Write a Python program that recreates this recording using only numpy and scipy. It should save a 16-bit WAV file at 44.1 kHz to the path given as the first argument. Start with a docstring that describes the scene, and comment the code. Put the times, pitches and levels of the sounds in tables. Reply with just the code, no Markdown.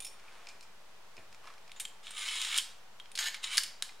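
"""Sheathing a miniature sword

A tiny sword is handled close by, over a bed in a quiet room. Its fittings jingle, a sleeve brushes,
fingers tap the scabbard and the blade tip feels for the mouth. The blade scrapes home and seats with a
clack, is drawn, pushed home again, and clicks tight. Each knock is a burst of tiny collisions ringing
one part; each scrape is catch-and-slip friction through resonances that shift as the blade travels."""
import sys
import numpy as np
from scipy import signal
from scipy.fft import rfft, irfft
from scipy.io import wavfile
from scipy.ndimage import uniform_filter1d

SR = 44100
rng = np.random.default_rng(int(sys.argv[2]) if len(sys.argv) > 2 else 0)


def generate_wav(signal):
    """Clip the signal to [-1, 1] and save it as 16-bit WAV at the path in sys.argv[1]."""
    frames = np.transpose(np.atleast_2d(signal))
    scaled = np.clip(frames, -1, 1) * 32767
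    pcm = np.round(scaled).astype(np.int16)
    wavfile.write(sys.argv[1], SR, pcm)


N = 176400


def amp(db):
    """Decibels to gain."""
    return 10 ** (np.asarray(db) / 20)


def unit(x):
    """Scales to rms 1."""
    return x / np.sqrt(np.mean(x ** 2) + 1e-20)


def read(points, hz):
    """Reads a curve on a log-frequency axis."""
    f, value = np.transpose(points)
    return np.interp(np.log(hz + 1), np.log(f + 1), value)


def envelope(points):
    """Gain from (time [s], level [dB]) points, silent outside them."""
    s, db = np.transpose(points)
    return amp(np.interp(np.arange(N) / SR, s, db, left=-200, right=-200))


def add(mix, s, sound):
    """Mixes a sound in at s seconds."""
    part = mix[max(round(s * SR), 0):][:len(sound)]
    part += sound[:len(part)]


def shade(x, points):
    """Equalises a sound by (frequency [Hz], gain [dB]) points."""
    size = x.shape[-1]
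    return irfft(rfft(x) * amp(read(points, np.fft.rfftfreq(size, 1 / SR))), size)


def spread(pair, side_colour):
    """Left and right from a mid signal and a coloured side signal."""
    side = shade(pair[1], side_colour)
    return np.array([pair[0] + side, pair[0] - side])


def body(colour, modes, ripple_db, tilt=((1, 0), (2, 0)), size=4096, ripple_hz=200):
    """A part's impulse response: broad colour, main resonances and a random ripple of fine ones."""
    hz = np.fft.rfftfreq(size, 1 / SR)
    peaks = 0
    for centre, width, db in modes:
        skirt = np.exp(-((hz - centre) / (.5 * centre)) ** 2)
        peaks += (amp(abs(db)) ** 2 - 1) / (1 + (2 * (hz - centre) / width) ** 2) * skirt
    grain = np.hanning(round(ripple_hz / hz[1]))
    ripple = np.convolve(rng.standard_normal(len(hz)), grain, "same")
    ripple -= uniform_filter1d(ripple, size=3 * len(grain))
    ripple = 2 * np.tanh(unit(ripple) / 2)
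    gain = amp(read(colour, hz) + read(tilt, hz) + ripple_db * ripple) * np.sqrt(1 + peaks)
    # Minimum phase: nothing rings before the strike
    cepstrum = irfft(np.log(gain))
    cepstrum[1:size // 2] *= 2
    cepstrum[size // 2 + 1:] = 0
    return irfft(np.exp(rfft(cepstrum)))


def chatter(decay_ms, rise_ms=.57, size=4096):
    """A dying burst of tiny collisions with an even spectrum and unit energy."""
    ms = np.arange(size) * 1000 / SR
    shape = (1 - np.exp(-(ms / rise_ms) ** 2)) * np.exp(-ms / decay_ms)
    spectrum = rfft(shape * rng.standard_normal(size))
    burst = irfft(spectrum / (abs(spectrum) + 1e-12)) * shape ** .25
    return burst / np.linalg.norm(burst)


def contacts(hits, colour, modes, width_hz, room_share=1, ripple_db=2.6, span_s=.0047):
    """Hits ring one part, each contact point favouring a resonance. Returns (close, room send)."""
    out = np.zeros((2, N))
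    for s, db, decay_ms, bass_db, treble_db, hz, lift_db in hits:
        tilt = [(1400, bass_db), (2400, 0), (4200, 0), (8500, treble_db)]
        burst = chatter(decay_ms)
        # The room hears a part from all sides: a share below 1 softens its resonances there
        for path, share in zip(out, (1, room_share)):
            rings = np.array(modes + [(hz, width_hz, lift_db)]) * [1, 1, share]
            hit = signal.fftconvolve(burst, body(colour, rings, share * ripple_db, tilt))
            # db sets the rms the hit would have if packed into span_s
            add(path, s, amp(db) * hit / np.linalg.norm(hit) * np.sqrt(span_s * SR))
    return out


def catches(per_s=1500, spread_db=3):
    """Random tiny snags of uneven size, rms 1."""
    snags = (rng.random(N) < per_s / SR) * rng.choice([-1, 1], N)
    return unit(snags * amp(spread_db * np.minimum(rng.exponential(1, N), 4)))


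def bandpass(x, low_hz, high_hz):
    """One band of a sound, rms 1."""
    return unit(signal.sosfilt(signal.butter(2, [low_hz, high_hz], "band", fs=SR, output="sos"), x))


def scrape(stroke, colour, modes, inward=True, room_share=.65, ripple_db=3.2, hop_s=.05):
    """The edge catches and slips; resonances sag as the blade goes deeper. Returns (close, room send)."""
    judder_db, swell_db = 1.36, 2.5
    sag_share, wander_share = .02, .008  # of each resonance's pitch
    rub = catches() + rng.standard_normal(N)  # equal parts snag and smooth hiss
    judder = bandpass(rng.standard_normal(N), 36, 144)
    force = unit(rub * amp(judder_db * judder)) * envelope(stroke)
    travel = np.interp(np.arange(N) / SR, [stroke[0][0], stroke[-1][0]], [0, 1])
    depth = travel if inward else 1 - travel
    hz, width, lift_db = np.transpose(modes)
    out, hop = np.zeros((2, N)), round(hop_s * SR)
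    for at in range(0, N - 2 * hop, hop):
        # The contact point moves, so each grain rings a little differently
        wander, swell = np.clip(rng.standard_normal((2, len(modes))), -2, 2)
        moved_hz = hz * (1 + sag_share * (.5 - depth[at + hop]) + wander_share * wander)
        grain = force[at:at + 2 * hop] * np.sqrt(np.hanning(2 * hop))
        for path, share in zip(out, (1, room_share)):
            rings = zip(moved_hz, width / share, (lift_db + swell_db * swell) * (1 + share) / 2)
            ring = body(colour, rings, share * ripple_db, size=1024)
            add(path, at / SR, signal.fftconvolve(grain, ring / np.linalg.norm(ring)))
    return out


def room_tone(noise_db=-61, hum_hz=191, hum_db=-83):
    """Steady room noise with a faint hum."""
    # Colour of the noise and of its stereo side: (frequency [Hz], gain [dB])
    colour = [(10, -32), (30, -7), (60, -12), (92, -12.5), (140, -15.5), (190, -13), (270, -18.5),
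              (451, -11), (887, -8), (1290, -10.5), (1610, -13.5), (2480, -15), (6560, -22.5), (16000, -34)]
    side_colour = [(30, -21), (100, -2.5), (300, -11.5), (1200, -6.5), (3000, 0), (8000, -1.5),
                   (15000, -1.5)]
    noise = unit(shade(rng.standard_normal((2, N)), colour))
    hum = unit(np.sin(2 * np.pi * hum_hz * np.arange(N) / SR))
    return amp(noise_db) * spread(noise, side_colour) + amp(hum_db) * hum


def hands(roughness_db=7.7, bump_s=1.175, bump_decay_s=.03):
    """Cloth and skin brush softly; the hand gives one dull bump."""
    # Swells of sleeve and fingers: (time [s], level [dB])
    swells = [(0, -62), (.15, -57.5), (.3, -50.5), (.48, -51), (.7, -67.5), (1.1, -88), (1.19, -49.5),
              (1.28, -72), (1.42, -59.5), (1.48, -46), (1.6, -66), (2.0, -60)]
    # Colour of the brushing and of the bump: (frequency [Hz], gain [dB])
    cloth_colour = [(100, -37), (300, -0.5), (600, 3.5), (1200, 6), (2500, 3), (5000, -6.5), (10000, -12),
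                    (16000, -40)]
    bump_colour = [(10, -30), (35, -12), (70, 0), (200, -9), (400, -6), (700, -8), (1500, -25), (8000, -60)]
    friction = rng.standard_normal(N) * amp(roughness_db * rng.standard_normal(N))
    brush = unit(shade(friction, cloth_colour)) * envelope(swells)
    age = np.arange(N) / SR - bump_s
    bump = unit(shade(rng.standard_normal(N), bump_colour)) * (age > 0) * np.exp(-abs(age) / bump_decay_s)
    return brush + amp(-46.5) * bump


def fitting_jingle():
    """The fittings knock together with a bright, narrow ring."""
    # One quick cluster of clinks:
    # (time [s], level [dB], decay [ms], bass [dB], treble [dB], favoured ring [Hz], lift [dB])
    clinks = [(.0025, -34.5, 3.2, 5, 3, 3460, 12), (.0095, -40, 1.5, -5, 5, 7050, 10),
              (.0192, -37, 22, -9, 3, 3650, 18), (.0465, -31.5, 14, -10, 2.5, 5340, 19),
              (.065, -35.5, 13, -1, 3, 5460, 22.5)]
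    # Colour of the fittings: (frequency [Hz], gain [dB])
    colour = [(300, -16), (1500, -13), (2500, 3), (6000, -1), (10000, -5.5), (12000, -9), (16000, -18)]
    # Their resonances: (frequency [Hz], width [Hz], lift [dB])
    modes = [(2400, 86, 9.5), (3510, 61, 9.5), (7000, 71, 13.5), (9400, 230, 19), (12000, 36, 8),
             (14370, 100, 5)]
    return contacts(clinks, colour, modes, width_hz=29)


def scabbard_taps():
    """Fingers tap the scabbard and its shell rings briefly."""
    # Light finger contacts:
    # (time [s], level [dB], decay [ms], bass [dB], treble [dB], favoured ring [Hz], lift [dB])
    taps = [(.196, -50, 2.4, 9, -4, 2380, 4.9), (.2795, -46, 3.9, -11, -23, 2370, 26),
            (.4698, -40, 2, -2, -2, 2470, 8.3), (.4865, -39, 14, -23, 4, 5000, 3),
            (.6085, -46, 1.6, -8, 11, 4200, 17), (.6262, -46, 11, -19, 10, 5300, 3.3),
            (1.167, -45.5, 2.9, -8, 1, 2450, 3), (1.178, -44.5, 3.2, -9, -26, 2400, 25),
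            (1.326, -48, 2.3, 8, 4, 5300, 4), (1.346, -47.5, 1.1, 12, 7, 5300, 3.6),
            (1.44, -46, 5.3, 6, 0, 1100, 24), (1.4718, -41, 3.4, 2.5, 0, 1100, 24.7),
            (1.501, -44, 3.5, 11, -7, 1140, 18), (1.538, -50.5, 2.2, 14, 3, 4100, 3),
            (1.58, -51.5, 2.2, 17, 5, 7100, 4), (1.6775, -50, 2.8, -3, 2, 7100, 4),
            (1.694, -49, 2.3, 13, -13, 2400, 3), (3.0572, -48.5, 1.2, 4, -8, 3150, 16),
            (3.8915, -42.5, 2.9, 6, -17, 2100, 13)]
    # Colour of the shell: (frequency [Hz], gain [dB])
    colour = [(200, -42), (600, -28), (1300, -7), (2500, -4.5), (5000, -3.5), (8000, -11), (11000, -20),
              (16000, -39)]
    # Its resonances: (frequency [Hz], width [Hz], lift [dB])
    modes = [(2384, 180, 15), (4170, 110, 6), (5170, 310, 9.6), (7060, 140, 7.3)]
    return contacts(taps, colour, modes, width_hz=180)


def blade_ticks():
    """The blade ticks against the scabbard, first as its tip feels for the mouth."""
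    # Contacts that ring the blade:
    # (time [s], level [dB], decay [ms], bass [dB], treble [dB], favoured ring [Hz], lift [dB])
    ticks = [(1.7168, -40.5, 1.8, -4, -7, 2240, 4.7), (1.761, -42.5, 17, 10, -11, 7050, 27),
             (1.7982, -26.5, 13, 2.5, 8, 13390, 8), (1.8514, -35, 1, 0, -2, 7430, 23),
             (1.8526, -32.5, 1.4, 6, -6, 3180, 19), (2.0688, -36.5, 0.98, 2, -11, 3350, 10),
             (2.079, -40, 1.5, 2, -29, 3270, 9.6), (2.1058, -36.5, 7.6, 11, 2.5, 8660, 21),
             (2.9988, -37.5, 1.3, 8, -8, 3240, 17), (3.1165, -44, 1.5, -3, 3, 9170, 18)]
    # Colour of the blade: (frequency [Hz], gain [dB])
    colour = [(300, -28), (800, -18), (1400, 1.5), (3000, 12.5), (5500, 4), (8500, 3.5), (12000, -5),
              (16000, -23)]
    # Its resonances: (frequency [Hz], width [Hz], lift [dB])
    modes = [(2350, 300, 4), (3670, 120, 9), (6891, 120, 7), (7450, 150, 4), (8600, 260, 9),
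             (9986, 130, 10), (10850, 120, 10), (13390, 80, 16)]
    return contacts(ticks, colour, modes, width_hz=130)


def blade_pushes():
    """The blade rubs down the scabbard's bore twice, slowly and then briskly."""
    # Rubbing along each stroke: (time [s], level [dB])
    slow_stroke = [(2.03, -56), (2.06, -48.5), (2.125, -50.5), (2.19, -37.5), (2.26, -36.5), (2.29, -36.5),
                   (2.33, -36.5), (2.36, -33), (2.39, -38), (2.42, -35), (2.48, -36.5), (2.54, -32.5),
                   (2.58, -31), (2.6, -48)]
    brisk_stroke = [(3.415, -71), (3.437, -33), (3.47, -43), (3.51, -39), (3.555, -31.5), (3.58, -43),
                    (3.59, -55)]
    # Colour of the inward scrape: (frequency [Hz], gain [dB])
    colour = [(200, -59), (600, -19), (900, -4.5), (1200, -3), (1700, 1.5), (3200, 8.5), (4600, -4),
              (6200, -1.5), (9000, -8), (12000, -19), (16000, -20)]
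    # Bore resonances when pushing: (frequency [Hz], width [Hz], lift [dB])
    modes = [(1225, 118, 8.8), (2180, 300, 3.6), (3020, 120, 6.4), (3700, 220, 8.2), (4000, 270, 12),
             (5020, 260, 9.4), (7070, 160, 13.2), (7600, 500, 7.2), (8770, 450, 12), (10000, 260, 4.3),
             (10800, 420, 11.4)]
    return scrape(slow_stroke, colour, modes) + scrape(brisk_stroke, colour, modes)


def blade_song(hz=9470, width_hz=380):
    """Snags at the tip keep one thin, high resonance of the bare blade ringing."""
    # The song swells until the scabbard damps it: (time [s], level [dB])
    swells = [(2.14, -56), (2.2, -44), (2.24, -49), (2.26, -58), (2.33, -46), (2.37, -48), (2.43, -62)]
    return bandpass(catches(), hz - width_hz / 2, hz + width_hz / 2) * envelope(swells)


def collar_knocks():
    """The collar rattles as the blade slides, and clacks as it seats."""
    # Knocks, seating clacks and the last tight click:
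    # (time [s], level [dB], decay [ms], bass [dB], treble [dB], favoured ring [Hz], lift [dB])
    knocks = [(2.284, -27, 14, -8, -12, 3100, 13), (2.4152, -25.5, 3.8, -1, -6.5, 3650, 12),
              (2.4474, -26.5, 6, 3, -10, 3600, 5.6), (2.543, -25, 1.3, 8.5, -18, 3460, 14),
              (2.564, -29, 1.4, 0, -3, 3400, 8.3), (2.5772, -21, 0.77, -13, 2, 8270, 10),
              (2.5825, -24.5, 1.4, 6, -2, 3220, 5.1), (2.5848, -19, 1.2, -17, -5, 3300, 21.5),
              (2.5947, -26.5, 2.1, -7, 0, 3200, 24), (3.1524, -30, 13, -6, -7.5, 4400, 10.5),
              (3.1752, -28, 3.5, -1, -14, 4530, 6.8), (3.1875, -34, 9.3, 3, -17, 1720, 8.3),
              (3.2265, -29, 4, 7, -22, 3950, 9.4), (3.3435, -29.5, 7.4, 7, -14.5, 2180, 10),
              (3.4415, -28, 3.4, -22, -14, 6950, 20), (3.5708, -20.5, 3.6, -5, -5, 8700, 4),
              (3.5783, -16.5, 1.7, 1.5, 3, 4650, 25), (3.5803, -18, .9, 3.5, -6, 5140, 11),
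              (3.5804, -18.5, 0.55, 1, -10, 1570, 16.5), (3.5846, -22.5, 2, 9.5, -1, 4550, 15),
              (3.6336, -27.5, 4, -5, -3, 4500, 3), (3.823, -23, 1.6, 4, -5, 3780, 13.4)]
    # Colour of the collar: (frequency [Hz], gain [dB])
    colour = [(200, -37), (500, -28), (900, -13.5), (1500, -3), (3000, 5.5), (6000, 4.5), (9000, 7),
              (12000, -2.5), (16000, -18)]
    # Its resonances: (frequency [Hz], width [Hz], lift [dB])
    modes = [(1620, 190, 3.1), (3600, 240, 2.5), (5160, 140, 6.4), (6730, 330, 4), (8650, 890, 3),
             (10320, 130, 8.9)]
    return contacts(knocks, colour, modes, width_hz=184, room_share=.6)


def blade_draw():
    """The blade scrapes out in one short pull, the bore's resonances rising slightly."""
    # Rubbing along the pull: (time [s], level [dB])
    stroke = [(3.18, -49), (3.19, -29), (3.21, -31), (3.228, -36.5), (3.245, -33.5), (3.275, -31),
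              (3.29, -39.5), (3.32, -50), (3.37, -48)]
    # Colour of the outward scrape: (frequency [Hz], gain [dB])
    colour = [(200, -33), (500, -18), (900, -5), (1600, -5), (3500, 0.5), (6000, -8), (8000, -1),
              (10000, -7), (13000, -9), (16000, -26)]
    # Bore resonances when drawing: (frequency [Hz], width [Hz], lift [dB])
    modes = [(1680, 210, 14), (2195, 170, 15.2), (3030, 160, 14.2), (4020, 360, 10.7), (4580, 270, 9),
             (5060, 300, 14), (6650, 250, 12), (9000, 250, 3.5)]
    return scrape(stroke, colour, modes, inward=False)


def direct(x):
    """The close sound reaches the two microphones slightly differently in the treble."""
    # Stereo side of the close sound: (frequency [Hz], gain [dB])
    side_colour = [(200, -73), (2500, -23.5), (5000, -14.5), (8500, -10.5), (15000, -3)]
    smeared = signal.oaconvolve(x, chatter(decay_ms=.98))[:N]
    return spread([x, smeared], side_colour)


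def bedroom(x, gap_s=.0041, size=32768):
    """A bedroom's diffuse tail, wider in the treble."""
    # Reverb time: (frequency [Hz], time to fall 60 dB [s])
    t60 = [(200, 1), (1000, 0.55), (3000, 0.39), (6000, 0.42), (10000, 0.3), (16000, 0.36)]
    # Stereo side of the tail: (frequency [Hz], gain [dB])
    side_colour = [(200, -29), (1300, -84), (2500, -14), (4400, -11.5), (8000, -9), (15000, -1)]
    hz, t, noise = signal.stft(rng.standard_normal((2, size)), SR, nperseg=256)
    decay = amp(-60 * t / read(t60, hz)[:, None])
    tail = signal.istft(noise * decay, SR, nperseg=256)[1]
    tail *= np.clip(np.arange(tail.shape[1]) / SR / gap_s - .5, 0, 1)  # soft pre-delay
    stereo_tail = spread(tail / np.linalg.norm(tail[0]), side_colour)
    return signal.fftconvolve(x[None], stereo_tail, axes=1)[:, :N]


def scene():
    """Sword and hands up close, with bedroom reverb and room tone."""
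    hits = fitting_jingle() + scabbard_taps() + blade_ticks() + collar_knocks()
    slides = blade_pushes() + blade_song() + blade_draw()
    close, room_send = amp(-5.5) * hits + amp(-4.5) * slides + amp(-9) * hands()
    return direct(close) + amp(-8.5) * bedroom(room_send) + room_tone()


def record(dry):
    """Two microphones with slightly unequal treble, a band limit and the converter's small offset."""
    # Microphone balance: (frequency [Hz], left minus right [dB])
    balance = [(200, 0), (2400, -0.5), (4400, 0), (8500, -0.8), (11000, -1.5), (13000, 3), (16000, -3)]
    cutoff_hz, dc_offset = 15900, -.0029
    left = shade(dry[0], [(hz, db / 2) for hz, db in balance])
    right = shade(dry[1], [(hz, -db / 2) for hz, db in balance])
    lowpass = signal.firwin(511, cutoff_hz, window=("kaiser", 9), fs=SR)
    return signal.oaconvolve(np.array([left, right]), lowpass[None], "same") + dc_offset


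dry = scene()
out = record(dry)
generate_wav(out)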